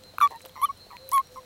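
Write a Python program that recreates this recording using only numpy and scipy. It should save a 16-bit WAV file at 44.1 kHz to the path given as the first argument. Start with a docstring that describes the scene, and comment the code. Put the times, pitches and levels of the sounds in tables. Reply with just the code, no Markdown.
"""A grassy pond edge, where a heap of toads jostles. Each chirp starts as quick throat pulses that
speed up and fuse into a tone near 1.1 kHz: three loud ones close by, softer ones from inside the
heap, with round peeps and thin squeaks among them. Wet skin and small bubbles tick, and limbs stir
up sloshes and spray. Far off, birds twitter and coo over quiet outdoor air and a faint low hum."""
import sys
import numpy as np
from scipy import signal
from scipy.fft import rfft, irfft, next_fast_len
from scipy.io import wavfile
from scipy.ndimage import map_coordinates

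SR = 44100
rng = np.random.default_rng(int(sys.argv[2]) if len(sys.argv) > 2 else 0)


def dump_mix(stems):
    """Bounce the given channels to the path in sys.argv[1] as a 16-bit WAV at rate SR."""
    frames = np.atleast_2d(stems).T  # one column per channel
    limited = np.clip(frames, -1, 1)  # hard clip at full scale
    pcm = np.round(limited * 32767).astype(np.int16)
    wavfile.write(sys.argv[1], SR, pcm)


N = 63945

# The loud chirps' contours. Each row: time in seconds, pitch in Hz, level in dB, overtone trim in dB.
CHIRP_A = [(.2037, 1326, -9.5, -12), (.209, 1344, -30.5, 17), (.213, 1203, -10.5, 3), (.229, 1158, -11, 4),
           (.248, 1149, -12.5, 0), (.266, 1136, -17, -11), (.275, 1170, -30, -21), (.282, 1140, -55, -28)]
CHIRP_B = [(.6145, 1037, -25.5, 11), (.623, 1017, -24.5, -0.5), (.634, 1119, -16, 2),
           (.651, 1168, -14.5, -1.5), (.655, 1232, -20, -3), (.659, 1275, -38, -8), (.669, 1110, -46.5, 3),
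           (.68, 1030, -53, -10)]
CHIRP_C = [(1.118, 940, -30.5, 14), (1.125, 1022, -26.5, -2.5), (1.134, 1104, -18.5, -1),
           (1.146, 1128, -16.5, 3), (1.182, 1066, -15, -10), (1.2, 1068, -19, -9.5),
           (1.211, 1106, -28.5, -31), (1.217, 1130, -46.5, -21)]
# Their voicing. Each row: contour, pulsed opening in seconds, treble trim in dB.
LOUD_CHIRPS = [(CHIRP_A, 0.03, -16), (CHIRP_B, 0.0088, 0), (CHIRP_C, 0.00088, 1.8)]
# Chirps inside the heap. Each row: start and length in seconds, first and last pitch in Hz,
# level in dB, pulsed opening in seconds, starting pulse rate in Hz, overtone trim in dB.
SOFT_CHIRPS = [(0.225, 0.047, 921, 900, -32, 0.0013, 135, -3.5),
               (0.3057, 0.074, 896, 939, -34, 0.058, 114, -10.5),
               (0.554, 0.068, 1089, 1018, -34, 0.05, 135.3, -5),
               (0.903, 0.07, 1072, 949, -37, 0.0594, 131.7, -5),
               (1.3571, 0.047, 1040, 1054, -34, 0.021, 144, -21.5)]
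# Round peeps. Each row: start and length in seconds, first and last pitch in Hz,
# level and overtone trim in dB.
PEEPS = [(0.183, 0.0039, 1390, 1093, -17, 1), (0.682, 0.038, 1080, 1144, -25, -31)]
# Tone colour of both throats and of the hiss opening a pulse. Each row: frequency in Hz, gain in dB.
LOUD_THROAT = [(500, -27), (2200, -22), (3400, -25), (4450, -34), (4850, -66.5), (5700, -35), (6800, -39.5),
               (8000, -58), (9200, -43), (10200, -27), (11300, -20), (12500, -37.5), (13800, -25),
               (15000, -42), (17000, -68)]
SOFT_THROAT = [(400, -35), (2000, -8.5), (3000, -22), (4500, -40), (6000, -30), (8000, -45.5),
               (12000, -24.5), (17000, -28)]
SNAP_EQ = [(1500, -30), (3000, -13), (6000, -12), (8500, -9), (11000, -6), (14500, 3), (17000, -8)]
# Thin squeaks. Each row: start and length in seconds, first and last pitch in Hz, level in dB.
SQUEAKS = [(.6545, .032, 3180, 2830, -32.5), (.762, .036, 3120, 2900, -55)]
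# Wet ticks. Each row: start in seconds, level in dB, pitch in Hz, seconds to fall 60 dB,
# crack width in octaves.
TICKS = [(0.037, -33.5, 3600, 0.0022, 3), (0.2746, -20.5, 2340, 0.0041, 1.1),
         (0.3065, -36.5, 9200, 0.005, 2), (0.3597, -36.5, 10000, 0.004, 2),
         (0.4068, -33.5, 2200, 0.003, 2.5), (.4175, -36.5, 8000, 0.005, 1.2),
         (0.4515, -30.5, 2870, 0.0045, 2.1), (.464, -39, 2900, 0.007, 1.3), (0.454, -45, 8500, 0.0073, 1),
         (0.4575, -29.5, 990, 0.004, 2.8), (0.46, -28.5, 13200, 0.0046, 1.5),
         (.4935, -44.5, 13500, .006, 1), (0.4946, -40.5, 3130, 0.015, 1), (0.775, -42, 9400, .004, 2),
         (0.9681, -29, 2224, 0.0039, 1.25), (1.091, -19, 12700, 0.003, 1), (1.094, -37.5, 2500, .005, 1.7),
         (1.1113, -35, 13700, 0.0035, .6), (1.116, -15.5, 7400, 0.0039, 0.98),
         (1.1327, -11, 11300, .0025, .9), (1.146, -19, 11000, 0.002, 1.1), (1.1616, -12, 12100, 0.002, .9),
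         (1.18, -18.5, 1330, 0.007, 1.5), (1.1801, -19.5, 6700, .0014, 3),
         (1.2717, -29.5, 2640, 0.002, 2.5)]
# Stirred water, sloshing and fizzing. Each row: start and length in seconds, level in dB.
SLOSHES = [(0.124, 0.04, -52), (0.297, 0.038, -46), (0.433, 0.046, -47.5), (0.86, 0.016, -50.5)]
SPRAYS = [(0.302, 0.029, -52), (0.391, .045, -50.5), (0.447, 0.045, -50), (1.067, .05, -52),
          (1.32, 0.064, -50)]
# Far bird notes. Each row: start and length in seconds, first and last pitch in Hz, level in dB.
WHISTLES = [(.01, 0.12, 4140, 4073, -54), (0.122, 0.3, 4260, 4220, -57.5), (0.246, 0.24, 4066, 3990, -60.5),
            (0.482, 0.13, 4330, 4300, -64), (.6, .08, 4080, 4260, -57), (0.761, 0.11, 4154, 4080, -51),
            (0.776, 0.17, 4340, 4370, -57.5), (.88, 0.14, 4143, 4145, -56), (0.93, 0.171, 4410, 4210, -60),
            (0.989, .12, 4130, 4000, -53), (1.125, 0.22, 4060, 4130, -63.5), (0.51, 0.31, 5700, 5600, -65),
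            (1.174, 0.38, 5640, 5620, -65.5)]
# Far coos. Each row: start and length in seconds, top pitch in Hz, level in dB.
COOS = [(-.1, 0.24, 513, -56.5), (.39, 0.16, 522, -52), (.98, .16, 532.8, -46.5), (1.26, 0.24, 514.3, -49)]
# Noise colour of the sloshes, the birds' echo and the air. Each row: frequency in Hz, gain in dB.
SLOSH_EQ = [(100, -47), (350, 2.5), (650, 7), (1200, -22), (4000, -15.5), (16000, -48)]
BIRD_ECHO_EQ = [(3300, -53), (3850, -8), (4120, -4.5), (4350, -8.5), (4700, -39), (5200, -72)]
AIR_EQ = [(15, -45), (25, -5.5), (180, -7), (301, -10.5), (326, -13), (463, -9.5), (503, -5), (575, -11),
          (2110, -19.5), (2760, -20.5), (3720, -19), (4030, -23.5), (4740, -21.5), (5570, -24),
          (16000, -28.5)]


def amp(db):
    """Decibels to gain."""
    return 10 ** (np.asarray(db) / 20)


def unit(x):
    """Scale to an rms of 1."""
    return x / np.sqrt(np.mean(x ** 2) + 1e-20)


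def eq_db(eq, hz):
    """Read an EQ curve on a log frequency axis."""
    points_hz, db = np.transpose(eq)
    return np.interp(np.log(hz + 1), np.log(points_hz + 1), db)


def clock(length):
    """Sample times in seconds."""
    return np.arange(max(int(length * SR), 8)) / SR


def cycles(hz):
    """Running cycle count of a moving pitch."""
    return np.cumsum(hz) / SR


def wobble(t, rate):
    """A smooth random curve, rate knots a second."""
    return map_coordinates(rng.standard_normal(2048), [t * rate], mode="wrap")


def filtered(x, response):
    """Apply a gain that depends on frequency."""
    size = next_fast_len(N + SR // 2)
    return irfft(rfft(x, size) * response(np.fft.rfftfreq(size, 1 / SR)), size)[:N]


def noise(eq):
    """Coloured noise of rms 1."""
    return unit(filtered(rng.standard_normal(N), lambda hz: amp(eq_db(eq, hz))))


def add(out, start, x):
    """Mix x in at start seconds."""
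    i = int(round(start * SR))
    x = x[max(-i, 0):max(N - i, 0)]
    out[max(i, 0):max(i, 0) + len(x)] += x


def toad_voice(t, hz, gain, pulsed_s, throat, overtones_db, treble_db=0, rough=0, pulse_hz=134.8):
    """Throat pulses quicken and fuse into a tone; rough makes them uneven, narrow and breathy."""
    quicken_hz_per_s, treble_hz, snap_t60_pulses = 850, 8500, .99
    rate_hz = (pulse_hz + quicken_hz_per_s * t) * (1 + rough * .06 * wobble(t, 140))
    pulse, position = np.divmod(cycles(rate_hz), 1)
    detune, size = rng.standard_normal(size=(64, 2))[pulse.astype(int)].T
    depth = np.clip(2 * (1 - t / max(pulsed_s, 1 / SR)), 0, 1)  # 1 is pulsing, 0 is fused
    gate = 1 - depth * (1 - np.abs(np.sin(np.pi * position)) ** (1.5 + 1.3 * rough))
    bend = .059 * (1 - 2 * position) + rough * .06 * detune  # pitch droops through each pulse
    hz = hz * (1 + depth * bend + .00093 * wobble(t, 460))
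    phase = 2 * np.pi * cycles(hz)
    tone = np.sin(phase)
    for k in range(2, 17):
        trim_db = overtones_db * (.5 if k == 2 else 1) + treble_db * (k * hz.mean() > treble_hz)
        shimmer_db = 3 * wobble(t, 147)
        level = amp(eq_db(throat, k * hz) + trim_db + shimmer_db)
        tone += level * np.sin(k * phase + rng.uniform(0, 2 * np.pi))
    rasp = amp(-40.5 + overtones_db + 16.5 * depth * (1 - position + rough)) * noise(throat)[:len(t)]
    snap = depth * amp(-24.5 - 60 * position / snap_t60_pulses) * noise(SNAP_EQ)[:len(t)]
    return gain * amp(rough * depth * 1.2 * size) * (gate * (tone + rasp) + snap)


def toads():
    """Loud chirps up front, rougher soft ones in the heap, and smooth swelling peeps."""
    out = np.zeros(N)
    for contour, pulsed_s, treble_db in LOUD_CHIRPS:
        times, *columns = np.transpose(contour)
        t = clock(times[-1] - times[0])
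        hz, db, overtones_db = [np.interp(times[0] + t, times, column) for column in columns]
        chirp = toad_voice(t, hz, amp(db), pulsed_s, LOUD_THROAT, overtones_db, treble_db, rough=.13)
        add(out, times[0], chirp)
    attack_s, release_s, sag_db_per_s = .005, .018, 60
    for start, length, first_hz, last_hz, db, pulsed_s, pulse_hz, overtones_db in SOFT_CHIRPS:
        t = clock(length)
        hz = np.linspace(first_hz, last_hz, len(t))
        fades = np.clip(np.minimum(t / attack_s, (length - t) / release_s), 0, 1)
        gain = amp(db - sag_db_per_s * t) * fades
        chirp = toad_voice(t, hz, gain, pulsed_s, SOFT_THROAT, overtones_db, rough=1, pulse_hz=pulse_hz)
        add(out, start, chirp)
    for start, length, first_hz, last_hz, db, overtones_db in PEEPS:
        t = clock(length)
        hz = np.linspace(first_hz, last_hz, len(t))
        add(out, start, toad_voice(t, hz, amp(db) * np.hanning(len(t)), 0, SOFT_THROAT, overtones_db))
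    return out


def squeaks():
    """Thin falling squeaks that flutter at the pitch of the throat."""
    flutter_hz, fade_db_per_s = 1130, 850
    out = np.zeros(N)
    for start, length, first_hz, last_hz, db in SQUEAKS:
        t = clock(length)
        phase = 2 * np.pi * cycles(np.linspace(first_hz, last_hz, len(t)))
        flutter = 1 + .35 * np.sin(2 * np.pi * flutter_hz * t)
        gain = amp(db - fade_db_per_s * t) * signal.windows.tukey(len(t), .2)
        add(out, start, gain * flutter * (np.sin(phase) + amp(-22) * np.sin(2 * phase)))
    return out


def wet_tick(db, hz, t60, octaves):
    """A tiny bubble or wet film bursts: a short rising ring and a crack around the same pitch."""
    rise, attack_s = .16, .00017
    t = clock(.02)
    ring = np.sin(2 * np.pi * cycles(hz * (1 + rise * np.minimum(t / t60, 1))))
    octaves_off = np.log2((np.fft.rfftfreq(len(t), 1 / SR) + 1) / hz)
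    band = 1 / (1 + (2 * octaves_off / octaves) ** 2)
    crack = unit(irfft(rfft(rng.standard_normal(len(t))) * band, len(t)))
    envelope = amp(db - 60 * t / t60) * (1 - np.exp(-(t / attack_s) ** 2))
    return envelope * (amp(-2) * ring + amp(-4.5) * crack)


def water():
    """Clambering toads stir the water: single ticks, soft sloshes and a fizz of tiny bursts."""
    out, swell = np.zeros(N), np.zeros(N)
    for start, db, hz, t60, octaves in TICKS:
        add(out, start, wet_tick(db, hz, t60, octaves))
    for start, length, db in SLOSHES:
        add(swell, start, amp(db) * np.hanning(len(clock(length))))
    out += swell * noise(SLOSH_EQ)
    ticks_per_s, spray_hz, spread_octaves, spread_db = 1000, 8350, 1.6, 9
    for start, length, db in SPRAYS:
        for when, size, pitch in rng.random((int(ticks_per_s * length), 3)):
            hz = spray_hz * 2 ** (spread_octaves * (pitch - .5))
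            tick = wet_tick(db + spread_db * (size - .5), hz, t60=.003, octaves=.85)
            add(out, start + when * length, tick)
    return out


def birds():
    """Far birds: thin wavering whistles and low arched coos, with a noise wash for blurred echo."""
    out = amp(-63) * noise(BIRD_ECHO_EQ)
    for start, length, first_hz, last_hz, db in WHISTLES:
        t = clock(length)
        hz = np.linspace(first_hz, last_hz, len(t)) * (1 + .006 * wobble(t, 108.3))
        gain = amp(db + 4 * wobble(t, 48.4)) * signal.windows.tukey(len(t))
        add(out, start, gain * np.sin(2 * np.pi * cycles(hz)))
    for start, length, top_hz, db in COOS:
        t = clock(length)
        arch = 1 - .0763 * (2 * t / length - 1) ** 2
        hz = top_hz * (arch + .0074 * wobble(t, 73))
        gain = amp(db + wobble(t, 41)) * np.sin(np.pi * t / length)
        add(out, start, gain * np.sin(2 * np.pi * cycles(hz)))
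    return out


def air():
    """A quiet bed of outdoor noise with a faint wavering low hum."""
    t = np.arange(N) / SR
    hum_gain = amp(-62 + 1.4 * wobble(t, 9.5))
    hum_hz = 90.2 * (1 + .046 * wobble(t, 13))
    return amp(-55.5) * noise(AIR_EQ) + hum_gain * np.sin(2 * np.pi * cycles(hum_hz))


def scene():
    """A mono mix: air and birds behind, toads and water in front."""
    return (air() + birds() + toads() + squeaks() + water())[None]


def record(dry):
    """A brick-wall high cut at 16.1 kHz."""
    return filtered(dry[0], lambda hz: hz < 16100)[None]


dry = scene()
out = record(dry)
dump_mix(out)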